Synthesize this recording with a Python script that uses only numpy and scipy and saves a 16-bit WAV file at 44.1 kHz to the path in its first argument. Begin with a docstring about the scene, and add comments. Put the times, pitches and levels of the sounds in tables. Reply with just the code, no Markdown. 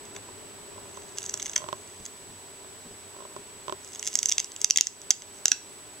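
"""A low room hum, an even hiss and a thin electronic whine from a small, very near camera run throughout.
A large snail rasps at eggshell in a plastic tub: rows of tiny teeth make a fine gritty scrape.
Clusters of snapping chips and smaller crumbs ring the shell's resonances; the tub and room echo them.
The camera's housing ticks and creaks in the hand, and moving fingers add soft, low bumps.
Its gain control turns the sound down after the loudest snaps, then slowly lets it recover."""
import sys
import numpy as np
from scipy import signal
from scipy.fft import rfft, irfft
from scipy.io import wavfile
from scipy.ndimage import uniform_filter1d

SR = 44100
rng = np.random.default_rng(int(sys.argv[2]) if len(sys.argv) > 2 else 0)


def dump_mix(stems):
    """Bounce the given channels to the path in sys.argv[1] as a 16-bit WAV at rate SR."""
    frames = np.atleast_2d(stems).T  # one column per channel
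    limited = np.clip(frames, -1, 1)  # hard clip at full scale
    pcm = np.round(limited * 32767).astype(np.int16)
    wavfile.write(sys.argv[1], SR, pcm)


N = 264600

# spectrum of the room and microphone background: f/Hz, relative level per Hz/dB
BACKGROUND_SPECTRUM = [(25, -10.5), (55, -9), (75, -7.5), (92, 3.5), (130, -5), (300, -1), (520, -7),
                       (800, -4.5), (1300, -7.5), (3000, -8.5), (7000, -12), (8500, -10.5), (11000, -17),
                       (15500, -20)]
# hollow hum of the microphone ports: f/Hz, width/Hz, relative level left/dB, right/dB
PORT_HUM = [(401.5, 41, 10, 2.5), (598, 86, -0.5, -5), (975, 83, -4, -2)]
# slow changes of the low background: t/s, relative level/dB
HUM_SWELL = [(0, 4), (1.4, 3), (2, .5), (3.5, 1.1), (4.5, -1), (6, 0.5)]
# how alike the two background channels are: f/Hz, correlation/1
CHANNEL_LIKENESS = [(30, 1), (120, 0.56), (400, 0.6), (1000, 0.43), (3000, 0.18), (15000, 0.048)]
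# electronic whine, before its flips: f/Hz of each tone
WHINE_PITCHES = (7867, 8264)
# strength of each whine tone: level left/dB, right/dB
WHINE_LEVELS = [(-51, -49), (-78, -55.5)]
# strokes of the toothed tongue: start t/s, length/s, level at the height/dB
TONGUE_STROKES = [(0.843, 0.4, -60.5), (1.149, .25, -50), (1.357, 0.26, -52), (1.619, 0.62, -63.5),
                  (3.8, 0.23, -56.5), (4.021, .16, -46), (4.188, 0.19, -53.5), (4.561, 0.28, -52),
                  (5.34, .07, -56.5)]
# usual resonances of the eggshell: f/Hz, width/Hz, relative level left/dB, right/dB
SHELL_MODES = [(2050, 304, -16, -19), (2790, 220, -17, -9), (3353, 365, -15.5, -9.5),
               (3820, 320, -12.5, -12.5), (4850, 315, -8, -4.5), (5260, 600, -6, -6), (6210, 584, 3, 6),
               (7290, 510, 1, -0.5), (8600, 1060, -18, -15.5), (9970, 1530, -21, -19),
               (13410, 1400, -28, -35)]
# how the snail's hold bends and damps the shell: t/s, usual bending f/Hz,
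# relative bending level/dB, gain of the middle modes/dB
SNAIL_HOLD = [(1.45, 1660, -17, -4.5), (3.9, 1772, -12.5, 5), (4.4, 2030, -26, -1), (4.85, 2140, -38, -3),
              (5.1, 1715, -19, -2), (5.5, 1670, -18.5, -5.5)]
# chips that snap off: t/s, level/dB, relative weight of the low modes/dB, crumbling time/ms
SHELL_SNAPS = [(.0535, -39, -7, .4), (.1505, -39, 2, 4), (0.1635, -28.5, 6, 3.4), (1.1733, -34, -6, .2),
               (1.185, -20.5, -11, 0.14), (1.2293, -28.5, -19, 2.9), (1.2553, -34, -7, 7),
               (1.263, -24, -13, 0.4), (1.2948, -20.5, -11.5, 2), (1.3404, -17, -9, 1.31),
               (1.375, -28, -5, 1), (1.3983, -25.5, 3, 2.9), (1.4207, -26.5, -2, 0.76),
               (1.4269, -21.5, -12, 0.15), (1.4588, -22, -5, 1.57), (1.4654, -25, -6, 0.52),
               (1.4958, -24, -7, 1.2), (1.534, -27.5, -1.5, 2.8), (1.5603, -12, -5, 2.63),
               (1.563, -12.5, -3.5, 1.2), (1.5787, -19, -13, 0.73), (2.054, -28, -17, 0.62),
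               (2.062, -28, -7, 1.9), (3.847, -34.5, -15, .3), (3.8766, -37, -7, 0.98),
               (3.9334, -32.5, -19, 0.22), (3.949, -29.5, -6, 1.9), (3.9581, -31, -3, 0.54),
               (3.9948, -24.5, -13, 2.45), (4.028, -23.5, -5, 0.84), (4.0559, -26, -9, 6.8),
               (4.0681, -21.5, -7, .2), (4.075, -16.5, -12, 0.25), (4.0826, -25, -14, 1.8),
               (4.1394, -27.5, -21, 2.9), (4.1549, -8.5, -13, 0.23), (4.1734, -25, -24, 0.27),
               (4.1898, -11.5, -14.5, 0.11), (4.2303, -14.5, -7.5, 0.16), (4.258, -10, -14, 0.31),
               (4.2707, -25, -16, 1.1), (4.2873, -17, -18, 0.97), (4.2921, -16.5, -18, 1.1),
               (4.296, -16, -14, .3), (4.3063, -27, -6, .3), (4.3163, -16, -4, 1.7),
               (4.3223, -10, -6.5, 0.72), (4.334, -29, -12, 1.2), (4.382, -11, -2, 0.18),
               (4.3952, -20.5, -4, 4.8), (4.4011, -15.5, -7, 0.17), (4.4447, -24.5, -21, 0.7),
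               (4.519, -32, -8, 0.65), (4.5632, -26.5, -11, 0.95), (4.616, -18, -16, .2),
               (4.6452, -5.5, -11.5, 0.62), (4.701, -16, -5.5, 0.25), (4.708, -3.5, -12, 0.62),
               (4.76, -10.5, -1, 1.47), (4.7737, -2.5, -12, 0.28), (4.7854, -10.5, 0, .8),
               (4.81, -1, -13.5, 0.15), (4.87, -11, -9, 1.04), (5.017, -33.5, -17, 0.57),
               (5.1064, -3, -18.5, 0.21), (5.1105, -8, -7, 0.14), (5.221, -31.5, -1, 0.33),
               (5.4568, -4, -10, 0.52), (5.4818, -8, -13.5, 0.46), (5.5172, -2, -6, 3.02)]
# ring centre aimed at by a 0 dB chip, as the mouth works along the edge: t/s, f/Hz
FULL_CHIP_CENTRE = [(1.3, 6140), (4.28, 6380), (4.39, 6060), (5.5, 6110)]
# hollow notes of the plastic tub: f/Hz, width/Hz, relative level/dB
TUB_NOTES = [(255.6, 23, 7), (430, 52, -1), (804, 44, 6.5), (1407, 44, -6.5)]
# ticks of the housing in the hand: t/s, relative level/dB
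HOUSING_TICKS = [(.166, -44.5), (.289, -42), (.78, -40), (.974, -37), (1.342, -42.5), (1.566, -40.5),
                 (1.6195, -37.5), (1.642, -34.5), (1.688, -29.5), (1.7287, -25.5), (2.646, -44),
                 (3.2057, -39), (3.2226, -42), (3.2524, -39), (3.3645, -34), (3.682, -29), (3.6965, -29),
                 (3.7247, -27)]
# resonances of the housing: f/Hz, width/Hz, relative level at the left port/dB, right port/dB
HOUSING_MODES = [(145, 96, -27, -9), (377.5, 35, -1, -8), (604, 54, -2.5, -2.5), (987, 88, -8.5, 0.5),
                 (1048, 61, -25, 3), (1370, 200, -22.5, -11), (3240, 890, -43, -12), (6100, 1900, -45, -20)]
# creaks of the housing: start t/s, length/s, relative level of a slip/dB
HOUSING_CREAKS = [(0.739, .15, -50), (1.585, .1, -41), (3.145, .05, -45.5)]
# soft bumps of the hand: t/s, level/dB, centre f/Hz
HAND_BUMPS = [(1.998, -46, 130), (2.219, -56, 190), (2.289, -49, 250), (2.85, -48.5, 211),
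              (2.908, -48, 173), (3.379, -50.5, 130)]

TAPS = 2048  # length of a short response, in samples
BINS = np.fft.rfftfreq(TAPS, 1 / SR)  # Hz
TIME = np.arange(N) / SR  # s
FRAME_HZ = 29.97  # picture frames per second
EDGE_HZ = 16100  # upper band limit

STROKE_PEAK, STROKE_SHAPE = 0.32, 0.99  # share spent pressing harder; lower shape = flatter top
IDLE_DB = -74.5  # the mouth never quite rests
MIDDLE_HZ, MIDDLE_WIDTH_HZ = 5300, 260  # shell modes changed by the snail's hold
# weaker chips aim for a higher ring, and no two are quite alike
RISE_HZ_PER_DB, CHIP_SPREAD_HZ = 11.5, 50
# first give before a chip goes: average lead, level below the snap, highest level
GIVE_MS, GIVE_UNDER_DB, GIVE_TOP_DB = 1.8, -15.5, -29.5
HARD_TICK_DB, HARD_CRISP_DB, CRISP_PER_DB = -26, -2.5, 0.8  # harder ticks have crisper treble
SLIP_GAP_S, SLIP_JITTER = .02, 0.263  # jitter is a share of the gap
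# crumbs: rate, level above the stroke's pressure and its spread
CRUMBS_PER_S, CRUMB_OVER_DB, CRUMB_SPREAD_DB = 33, 17.5, 2
# weight of their low modes and its spread; average crumbling time
CRUMB_LOW_DB, CRUMB_LOW_SPREAD_DB, CRUMB_MS = -6, 5.5, 1.2


def amp(db):
    """Turns decibels into gain."""
    return 10 ** (np.asarray(db) / 20)


def evened(x):
    """Scales a sound to an rms level of one."""
    return x / np.sqrt(np.mean(x ** 2) + 1e-20)


def read(points, hz):
    """Reads a spectrum between its points, along a log-frequency axis."""
    f, value = np.transpose(points)
    return np.interp(np.log(hz + 1), np.log(f + 1), value)


def add(mix, s, sound):
    """Mixes a sound in at time s, cutting off anything past the end."""
    part = mix[:, max(round(s * SR), 0):][:, :sound.shape[1]]
    part += sound[:, :part.shape[1]]


def sides(modes):
    """Splits two-sided resonances into a left set and a right set."""
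    modes = np.array(modes)
    return modes[:, [0, 1, 2]], modes[:, [0, 1, 3]]


def peaks(modes, hz, steep):
    """Gives the gain of resonances with summed power; steep sets how fast their skirts fall."""
    power = 0
    for f, width, db in modes:
        distance = (2 * (hz - f) / width) ** 2
        power = power + amp(db) ** 2 / (1 + distance / steep) ** steep
    return np.sqrt(power)


def causal(gain):
    """Gives a gain curve the phase of a sound that starts sharply and then rings out."""
    log_gain = np.log(np.maximum(gain, 1e-5))
    mirrored = np.r_[log_gain, log_gain[-2:0:-1]]
    return np.exp(np.conj(signal.hilbert(mirrored)))[:len(gain)]


def per_ms(x):
    """Scales a click to the energy of one millisecond at full level."""
    energy = (x ** 2).sum(-1).mean()
    return x / np.sqrt(energy * 1000 / SR)


def background(level_db=-48.0):
    """Shapes noise into a slowly changing low hum, coloured by the microphone ports, and an even hiss."""
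    hz = np.fft.rfftfreq(N, 1 / SR)
    left, other = rfft(rng.standard_normal((2, N)))
    same = read(CHANNEL_LIKENESS, hz)
    right = same * left + np.sqrt(1 - same ** 2) * other
    ports = np.array([peaks(side, hz, steep=1.9) for side in sides(PORT_HUM)])
    colour = np.hypot(amp(read(BACKGROUND_SPECTRUM, hz)), ports) * (hz < 15900)
    noise = np.array([left, right]) * colour
    low = 1 / (1 + (hz / 1500) ** 2)
    hum = irfft(noise * low, N) * amp(np.interp(TIME, *np.transpose(HUM_SWELL)))
    hiss = irfft(noise * (1 - low), N)
    return amp(level_db) * evened(hum + hiss)


def whine(right_late=0.7):
    """Flips thin electronic tones over with every picture frame, which makes them flutter."""
    flip = (-1) ** np.floor(TIME * FRAME_HZ)
    lag = np.array([[0], [right_late]])  # radians
    tones = np.zeros((2, N))
    for hz, db in zip(WHINE_PITCHES, WHINE_LEVELS):
        tones += amp(db)[:, None] * np.sqrt(2) * np.sin(2 * np.pi * hz * TIME - lag)
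    return flip * tones


def pressure():
    """Makes the force of the scrape swell and let go in the same arch for every stroke."""
    gain = np.full(N, amp(IDLE_DB))
    for start, length, db in TONGUE_STROKES:
        rise = np.interp((TIME - start) / length, [0, STROKE_PEAK, 1], [0, 1, 0])
        gain = np.maximum(gain, amp(db) * np.sin(np.pi / 2 * rise) ** STROKE_SHAPE)
    return gain


def shell_ring(centre_hz, low_db, crumble_ms, s, usual_hz=6350, usual_low_db=-13, lean_db=9,
               thud_db=-36, bend_width_hz=480, bounce=0.37, bounce_ms=0.842, follow=0.74,
               right_late_ms=0.013):
    """Rings the shell as held at time s with a crack, its followers and an echo from the tub floor."""
    lean = (centre_hz - usual_hz) / usual_hz
    times, *columns = np.transpose(SNAIL_HOLD)
    bend_hz, bend_db, middle_db = (np.interp(s, times, column) for column in columns)
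    bend = (bend_hz, bend_width_hz, bend_db, bend_db)
    modes = np.array([bend] + list(SHELL_MODES), float)
    # the modes follow only part of the shift in centre, and each varies a little
    modes[:, 0] *= 1 + .35 * lean + .016 * rng.standard_normal(len(modes))
    modes[:, 2:] += 1.6 * rng.standard_normal((len(modes), 2))

    # small chips favour the high modes, deep cracks the low ones
    colour_db = lean_db * lean * 10 * np.clip(np.log2((BINS + 1) / usual_hz), -.4, .4)
    low_lift_db = (low_db - usual_low_db + 30 * lean) * 0.85
    colour_db = colour_db + low_lift_db / (1 + (BINS / 4200) ** 10)
    colour_db = colour_db + middle_db * np.exp(-((BINS - MIDDLE_HZ) / MIDDLE_WIDTH_HZ) ** 2)
    thud = amp(thud_db) * (BINS / (BINS + 400)) ** 2
    gains = [(peaks(side, BINS, steep=2.27) + thud) * amp(colour_db) for side in sides(modes)]
    ring = np.array([causal(gain) for gain in gains])

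    turn = -2j * np.pi * BINS / 1000  # phase turn per ms of delay
    # the crack runs on in a few uneven steps
    order = np.arange(1, 5)
    delays = crumble_ms * (order - rng.uniform(0, 0.62, len(order))) / len(order)
    signs = rng.choice([-1, 1], len(order))
    sizes = follow * np.tanh(crumble_ms ** 2) * signs / order ** 0.16
    crack = 1 + sizes @ np.exp(np.outer(delays, turn))
    echo_ms = bounce_ms * (rng.uniform(0.806, 1.163) + rng.uniform(0, 0.059, (2, 1)))
    floor_echo = 1 + bounce * np.exp(turn * echo_ms)
    arrival = np.exp(turn * [[0], [right_late_ms]])
    return per_ms(irfft(ring * crack * floor_echo * arrival))


def grit(per_s=650, spread_db=4, low_db=-10, fizz=1.4, count=10):
    """Catches tiny teeth on the shell at random, each a faint ring with a dry fizz on top."""
    out = np.zeros((2, N))
    for _ in range(count):
        hits = rng.random(N) < per_s / count / SR
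        catches = hits * amp(spread_db * np.minimum(rng.exponential(1, N), 3))
        # each group rings as the shell is held at some random moment
        ring = shell_ring(rng.uniform(5600, 7300), low_db, 0, rng.choice(TIME))
        out += signal.oaconvolve(catches[None], ring, axes=1)[:, :N]
    fizz_band = signal.butter(3, [8200, 11500], "band", fs=SR, output="sos")
    out += fizz * signal.sosfilt(fizz_band, out)
    return evened(out) * pressure()


def chip(s, db, low_db, crumble_ms):
    """Breaks one piece off; the louder it is, the lower the shell tends to ring."""
    full_hz = np.interp(s, *np.transpose(FULL_CHIP_CENTRE))
    centre_hz = full_hz - RISE_HZ_PER_DB * db + CHIP_SPREAD_HZ * rng.standard_normal()
    return amp(db) * shell_ring(centre_hz, low_db, crumble_ms, s)


def snaps():
    """Breaks chips off the edge of the shell, each after a slight first give."""
    out = np.zeros((2, N))
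    for s, db, low_db, crumble_ms in SHELL_SNAPS:
        add(out, s, chip(s, db, low_db, crumble_ms))
        early_s = GIVE_MS * rng.uniform(.5, 1.5) / 1000
        give_db = min(db + GIVE_UNDER_DB, GIVE_TOP_DB)
        add(out, s - early_s, chip(s, give_db, low_db, GIVE_MS))
    return out


def tub(x, scatter_db=-20.5, scatter_t60=.014, hollow_db=6):
    """Scatters each click off the tub walls for a few milliseconds while its hollow notes ring on."""
    t = np.arange(TAPS) / SR
    scatter = rng.standard_normal((2, TAPS)) * amp(-60 * t / scatter_t60) * (t > .0012)
    scatter = amp(scatter_db) * scatter / np.linalg.norm(scatter[0])
    hollow = amp(hollow_db) * irfft(causal(peaks(TUB_NOTES, BINS, steep=1.34)))
    return signal.oaconvolve(x, scatter + hollow, axes=1)[:, :N]


def room_tail(t60=0.26, treble_t60=.1, wall_s=0.013, wall_db=5, treble=.3):
    """Scatters fading echoes of a small room, strengthened when the nearest walls answer."""
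    t = np.arange(SR // 2) / SR
    taps = rng.standard_normal((2, len(t))) * (rng.random((2, len(t))) < .3)
    taps = (taps + 0.17 * taps[::-1]) * (t > .002)
    taps = taps * amp(wall_db * np.exp(-((t - wall_s) / 0.002) ** 2))
    low = signal.sosfilt(signal.butter(3, 8100, fs=SR, output="sos"), taps)
    high = signal.sosfilt(signal.butter(3, 8100, "high", fs=SR, output="sos"), taps)
    tail = low * amp(-60 * t / t60) + treble * high * amp(-60 * t / treble_t60)
    return tail / np.linalg.norm(tail[0])


def room(x, wet_db=-16.0, beam_hz=6200, beam_width_hz=900, beam_db=3):
    """Echoes the sound with its main note softened, as the shell beams that note at the microphone."""
    hz = np.fft.rfftfreq(N, 1 / SR)
    softening_db = -beam_db * np.exp(-((hz - beam_hz) / beam_width_hz) ** 2)
    spread = irfft(rfft(x) * amp(softening_db), N)
    return amp(wet_db) * signal.fftconvolve(spread, room_tail(), axes=1)[:, :N]


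def slips():
    """Lists the times and levels of the weak stick-slip ticks that make up each creak."""
    rows = []
    for start, length, db in HOUSING_CREAKS:
        for s in np.arange(start, start + length, SLIP_GAP_S):
            jitter_s = SLIP_GAP_S * SLIP_JITTER * rng.uniform(-0.983, 1)
            rows.append((s + jitter_s, db + 2 * rng.standard_normal()))
    return rows


def housing_ticks(level_db=7.5):
    """Rings the plastic housing with dull ticks and creaks, mostly stronger at the right port."""
    out = np.zeros((2, N))
    for s, db in list(HOUSING_TICKS) + slips():
        crisp_db = HARD_CRISP_DB + CRISP_PER_DB * (db - HARD_TICK_DB)
        modes = np.array(HOUSING_MODES, float)
        modes[:, 2:] += 1.7 * rng.standard_normal((len(modes), 1))
        tilt = amp(crisp_db * (3 - 1 / (1 + (BINS / 1600) ** 4)))
        colour = tilt * BINS / (BINS + 60)
        gains = [colour * peaks(side, BINS, steep=1.26) for side in sides(modes)]
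        ring = np.array([irfft(causal(gain)) for gain in gains])
        add(out, s, amp(db + level_db) * per_ms(ring))
    return out


def crumbs():
    """Breaks small flakes off at uneven moments of each stroke, louder where the teeth press harder."""
    out = np.zeros((2, N))
    press_db = 20 * np.log10(pressure())
    for start, length, _ in TONGUE_STROKES:
        for slot in np.arange(start, start + length, 1 / CRUMBS_PER_S):
            s = slot + rng.random() / CRUMBS_PER_S
            size, depth = rng.standard_normal(2)
            db = np.interp(s, TIME, press_db) + CRUMB_OVER_DB + CRUMB_SPREAD_DB * size
            low_db = CRUMB_LOW_DB + CRUMB_LOW_SPREAD_DB * depth
            add(out, s, chip(s, db, low_db, CRUMB_MS * rng.exponential()))
    return out


def hand_bumps(rise_s=0.01, width=0.97):
    """Shapes noise into short, low puffs as fingers shift on the camera."""
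    out = np.zeros((2, N))
    t = np.arange(SR // 6) / SR
    bins = np.fft.rfftfreq(len(t), 1 / SR)
    swell = t / rise_s * np.exp(1 - t / rise_s)
    for s, db, hz in HAND_BUMPS:
        colour = peaks([(hz, width * hz, 0)], bins, steep=1)
        rumble = evened(irfft(rfft(rng.standard_normal(len(t))) * colour, len(t)))
        add(out, s, (amp(db) * rumble * swell)[None])
    return out


def scene():
    """Mixes the snail chewing in its tub with the background and the camera's small noises."""
    camera = background() + whine() + hand_bumps()
    chewing = snaps() + grit() + crumbs()
    return chewing + tub(chewing) + room(chewing) + housing_ticks() + camera


def record(dry, threshold_db=-13, squeeze=0.57, recover_db=28):
    """Turns loud sound down just too late for each snap, flattens peaks, then limits the treble."""
    power = uniform_filter1d((dry ** 2).mean(0), size=44)
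    power_db = 10 * np.log10(abs(power) + 1e-12)
    wanted_db = np.maximum(squeeze * (power_db - threshold_db), 0)
    # hold each reduction, letting it recover by recover_db each second
    fall = TIME * recover_db
    duck_db = np.maximum.accumulate(wanted_db + fall) - fall
    delay = np.hanning(176)  # smooths and delays the control by about 2 ms
    late_db = signal.lfilter(delay / delay.sum(), 1, duck_db)
    # double the sample rate while flattening peaks
    fine = signal.resample_poly(dry * amp(-late_db), 2, 1, axis=1)
    flattened = signal.resample_poly(np.clip(fine, -1, 1), 1, 2, axis=1)
    band_limit = signal.firwin(255, EDGE_HZ, window=("kaiser", 8), fs=SR)
    return signal.oaconvolve(flattened, band_limit[None], "same")


dry = scene()
out = record(dry)
dump_mix(out)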